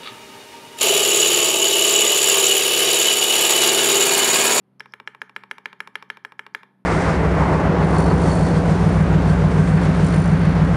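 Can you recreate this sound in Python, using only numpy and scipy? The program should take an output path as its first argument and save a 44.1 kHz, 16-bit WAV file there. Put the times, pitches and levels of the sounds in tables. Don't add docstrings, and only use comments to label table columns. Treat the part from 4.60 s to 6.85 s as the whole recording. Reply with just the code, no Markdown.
import sys
import numpy as np
from scipy import signal
from scipy.fft import rfft, irfft
from scipy.io import wavfile
from scipy.ndimage import uniform_filter1d, map_coordinates

SR = 44100
rng = np.random.default_rng(int(sys.argv[2]) if len(sys.argv) > 2 else 0)


def digitize_waveform(pressure):
    field = np.atleast_2d(pressure).T
    bounded = np.clip(field, -1, 1)
    quanta = np.round(bounded * 32767).astype(np.int16)
    wavfile.write(sys.argv[1], SR, quanta)


def amplitude_ratio(level_db):
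    exponent = np.asarray(level_db, float) / 20
    return 10 ** exponent


N = 99225
t = np.arange(N) / SR

# start_s, peak_db, treble_db, thump_db, bite_db
PRESSES = [(0.205, -23.5, 0, 2.3, -2.2), (0.337, -25, -0.2, 1.5, -2.3), (0.475, -19, -1.2, 0.3, -3.3),
           (0.617, -18.5, -2.1, 1.3, -6.3), (0.763, -18, -2.4, 0.5, -4), (0.912, -17.5, 0, 0, -3.5),
           (1.057, -17, -1.8, -0.1, -1.5), (1.204, -17.5, 0.1, -1.6, -0.5),
           (1.355, -16.5, -1.5, -0.4, -1.2), (1.501, -17.5, -1.5, -0.6, -2.5),
           (1.649, -21.5, -1.3, 1.5, -5.3), (1.793, -20, -3.5, -0.2, -4.5), (1.948, -16, -0.4, 0.1, -2)]
# start_s, peak_db, treble_db, bite_db
RELEASES = [(0.258, -39.5, -4, -0.3), (0.4, -32.5, -1.5, 5.2), (0.548, -36.5, -2.5, 1.8),
            (0.695, -39.5, 2.5, 3), (0.836, -35, 0.5, 3.6), (0.982, -34.5, 3, 4.3), (1.129, -35, 0.5, 4),
            (1.274, -32.5, 5, 4.8), (1.425, -33, 5, 3.8), (1.571, -36.5, 1.5, 4), (1.721, -38, 0.5, 2.5),
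            (1.865, -34, 2, 3.5), (2.032, -38.5, 0, 3.3)]
# start_s, peak_db, treble_db
WIRE_TICKS = [
    (0.197, -37.5, -3.5),
    (0.3223, -51, -7),
]

# pitch_hz, width_hz, level_db, side (sign of the mode shape)
PRESS_MODES = [(917, 136, -13.5, 1), (1046, 121, -15, 1), (1359, 151, -10.5, 1), (1509, 222, -7, 1),
               (1692, 133.4, -2, 1), (2080, 137, -5.5, 1), (2404, 190, -7, -1), (2777, 68, -21.5, -1),
               (3138, 202, -6.5, 1), (3430, 254, -18.5, -1), (3936, 74, -27, -1)]
RELEASE_MODES = [(920, 169, -8.5, 1), (1083, 90, -13.5, 1), (1283, 120, -14.5, 1), (1545, 140, -15, 1),
                 (1932, 185, -17.5, -1), (2315, 115, -17, 1), (2796, 110, -26.5, -1), (3010, 165, -28, 1),
                 (3626, 520, -15.5, -1)]
# pitch_hz, width_hz, level_db, side
WIRE_MODES = [(5300, 170, -1, 1), (1100, 200, -9, 1), (3500, 900, -9, 1)]
# pitch_hz, width_hz, level_db, side
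SHELL_MODES = [(4500, 300, -4.5, 1), (5215, 550, 1.04, -1), (7180, 340, -15, 1), (7760, 276, -16.5, -1),
               (10450, 760, -5, 1), (11300, 500, -8.5, -1), (14500, 1000, -8, 1)]
# pitch_hz, t60_s, level_db
DESK_MODES = [(424.9, 0.1, -25), (481.3, 0.033, -18), (579, 0.062, -28.5), (313, 0.033, -21.5),
              (238.5, 0.14, -36)]

# delay_s, level_db
ECHOES = [(.0103, -30), (.0212, -33)]
# centre_hz, t60_s, level_db
ROOM_BANDS = [(286, 0.4, -17), (700, 0.73, -23), (1500, 0.36, -26.5), (3240, 0.4, -31.5),
              (6000, 0.28, -35.5), (12000, 0.23, -30)]
# pitch_hz, density_db (per Hz)
AIR_SPECTRUM = [(24, -41.5), (40, -32), (70, -11), (103, -31.5), (163, 11.5), (587, -5.5), (1130, -9),
                (4480, -29.5), (13000, -55.5)]
# pitch_hz, rms_db
MOTOR_LINES = [(128, -69), (193, -66), (257, -76), (385, -76), (78, -86)]

PRESS_DB, RELEASE_DB, TICK_DB = 4.8, 6.6, 4.8
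SHELL_DB, WIRE_SHELL_DB = -29, -14.5
SCATTER_DB, DETUNE = 1.4, .005
RISE_S, BITE_HZ, RADIATES_HZ = .00025, 2050, 674.7
CHATTER_S, CHATTER_SHARE = .0015, .4
HABIT = rng.standard_normal(4096)
SLIDE_DB, SLIDE_S, SLIDE_HZ = -54, .011, 5200
BUZZ_DB, BUZZ_HZ, BUZZ_OCT = -76, 5300, .2
SIDEWAYS_DB, SIDEWAYS_S, SIDEWAYS_HZ = -10.5, .00095, 2315
DESK_RISE_S, DESK_RELEASE_DB = .0019, 9
ROOM_START_S = .006
AIR_DB = -66
HUM_DB, HUM_WANDER_DB, HUM_RATE_HZ = -.1, -3, 7.3
HISS_DB, HISS_HZ = -93.5, 10400
FADE_S = .11
LOW_CUT_HZ, TOP_HZ = 98, 14400


def band(x, hz, octaves):
    edges = np.clip([hz * 2 ** (-octaves / 2), hz * 2 ** (octaves / 2)], 10, SR / 2.2)
    return signal.sosfilt(signal.butter(2, edges, "band", fs=SR, output="sos"), x)


def unit(x):
    return x / np.sqrt(np.mean(x ** 2))


def band_noise(hz, octaves):
    return unit(band(rng.standard_normal(N), hz, octaves))


def bursts(events, shape):
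    return sum(amplitude_ratio(event[1]) * shape(t - event[0]) for event in events)


def microphone_hiss():
    return amplitude_ratio(HISS_DB) * band_noise(HISS_HZ, .51)


def fan():
    f = np.maximum(np.arange(N // 2 + 1) * SR / N, 1)
    hz, db = np.array(AIR_SPECTRUM).T
    gain = amplitude_ratio(np.interp(np.log(f), np.log(hz), db))
    out = unit(irfft(rfft(rng.standard_normal(N)) * gain, N)) * amplitude_ratio(AIR_DB)
    for hz, db in MOTOR_LINES:
        steps = rng.standard_normal((2, 64))
        level, phase = [map_coordinates(s, [t * HUM_RATE_HZ], mode="mirror") for s in steps]
        line = np.sin(2 * np.pi * hz * t + 1.8 * phase)
        out = out + np.sqrt(2) * amplitude_ratio(db + HUM_DB + HUM_WANDER_DB * level) * line
    return out


def sideways_puffs():
    puffs = bursts(list(PRESSES) + list(RELEASES), lambda u: (u > 0) * np.exp(-np.abs(u) / SIDEWAYS_S))
    return amplitude_ratio(SIDEWAYS_DB) * puffs * band_noise(SIDEWAYS_HZ, 2.38)


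def room(x, puffs):
    u = t[:SR]
    build = 1 - np.exp(-(u / ROOM_START_S) ** 2)
    tail = 0
    for hz, t60, db in ROOM_BANDS:
        part = band(rng.standard_normal(SR), hz, .93) * np.exp(-np.log(1000) * u / t60) * build
        part = part / np.sqrt(np.sum(part ** 2))
        tail = tail + 3 * amplitude_ratio(db) * part * np.sqrt(hz / SR * 2)
    echoes = sum(amplitude_ratio(db) * np.sinc((u - lag) * SR) for lag, db in ECHOES)
    return (signal.fftconvolve(x + puffs, tail) + signal.fftconvolve(x, echoes))[:N]


def desk():
    blows = [(start, db + thump) for start, db, treble, thump, bite in PRESSES]
    blows += [(start, db + DESK_RELEASE_DB) for start, db, treble, bite in RELEASES]

    def rock(u):
        u = np.maximum(u, 0)
        rings = sum(amplitude_ratio(db) * np.exp(-np.log(1000) * u / t60) * np.sin(2 * np.pi * hz * u)
                    for hz, t60, db in DESK_MODES)
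        return (1 - np.exp(-(u / DESK_RISE_S) ** 2)) * rings

    return bursts(blows, rock)


def stem_scrape():
    slide = bursts(PRESSES, lambda u: (u < 0) * np.exp(-(u / SLIDE_S) ** 4))
    return amplitude_ratio(SLIDE_DB) * slide * band_noise(SLIDE_HZ, .58)


def decay(modes, u, bite_db=0.):
    hz, width, db, side = np.array(modes, float).T[:, :, None]
    pitch_luck, level_luck = rng.standard_normal((2, len(modes), 1))
    db = db + SCATTER_DB * level_luck + bite_db * (hz > BITE_HZ)
    tones = np.sin(2 * np.pi * hz * (1 + DETUNE * pitch_luck) * u)
    return (side * amplitude_ratio(db) * np.exp(-np.pi * width * u) * tones).sum(axis=0)


def blow(start, modes, peak_db, shell_db, bite_db=0.):
    u = np.arange(len(HABIT)) / SR
    body = decay(modes, u, bite_db) * (1 - np.exp(-u / RISE_S))
    body = signal.sosfilt(signal.cheby2(6, 30, RADIATES_HZ, "high", fs=SR, output="sos"), body)
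    chatter = (HABIT + CHATTER_SHARE * rng.standard_normal(len(u))) * np.exp(-u / CHATTER_S)
    shell = signal.fftconvolve(decay(SHELL_MODES, u), chatter)[:len(u)]
    shell = shell / np.sqrt(np.mean(shell[:128] ** 2))
    x = body / np.abs(body).max() + amplitude_ratio(shell_db) * shell
    out = np.zeros(N + len(u))
    out[int(start * SR):][:len(u)] = x * amplitude_ratio(peak_db)
    return out[:N]


def stabiliser_wire():
    ticks = sum(blow(start, WIRE_MODES, db + TICK_DB, WIRE_SHELL_DB + treble)
                for start, db, treble in WIRE_TICKS)
    loose = 1. * (t > WIRE_TICKS[0][0]) * (t < WIRE_TICKS[1][0])
    loose = uniform_filter1d(loose, size=400)
    return ticks + amplitude_ratio(BUZZ_DB) * loose * band_noise(BUZZ_HZ, BUZZ_OCT)


def clacks():
    presses = sum(blow(start, PRESS_MODES, db + PRESS_DB, SHELL_DB + treble, bite)
                  for start, db, treble, thump, bite in PRESSES)
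    releases = sum(blow(start, RELEASE_MODES, db + RELEASE_DB, SHELL_DB + treble, bite)
                   for start, db, treble, bite in RELEASES)
    return releases - presses


def scene():
    keys = microphone_hiss() + stem_scrape() + stabiliser_wire() + clacks()
    fade = np.clip(np.minimum(t, t[-1] - t) / FADE_S + .66, 0, 1)
    return ((fan() + room(keys, sideways_puffs()) + desk() + keys) * fade)[None]


def low_pass(x):
    return signal.sosfilt(signal.butter(12, 16470, fs=SR, output="sos"), x)


def record(dry):
    x = signal.sosfilt(signal.butter(2, LOW_CUT_HZ, "high", fs=SR, output="sos"), dry)
    x = signal.sosfilt(signal.butter(8, TOP_HZ, fs=SR, output="sos"), x)
    return low_pass(x)


dry = scene()
out = record(dry)
digitize_waveform(out)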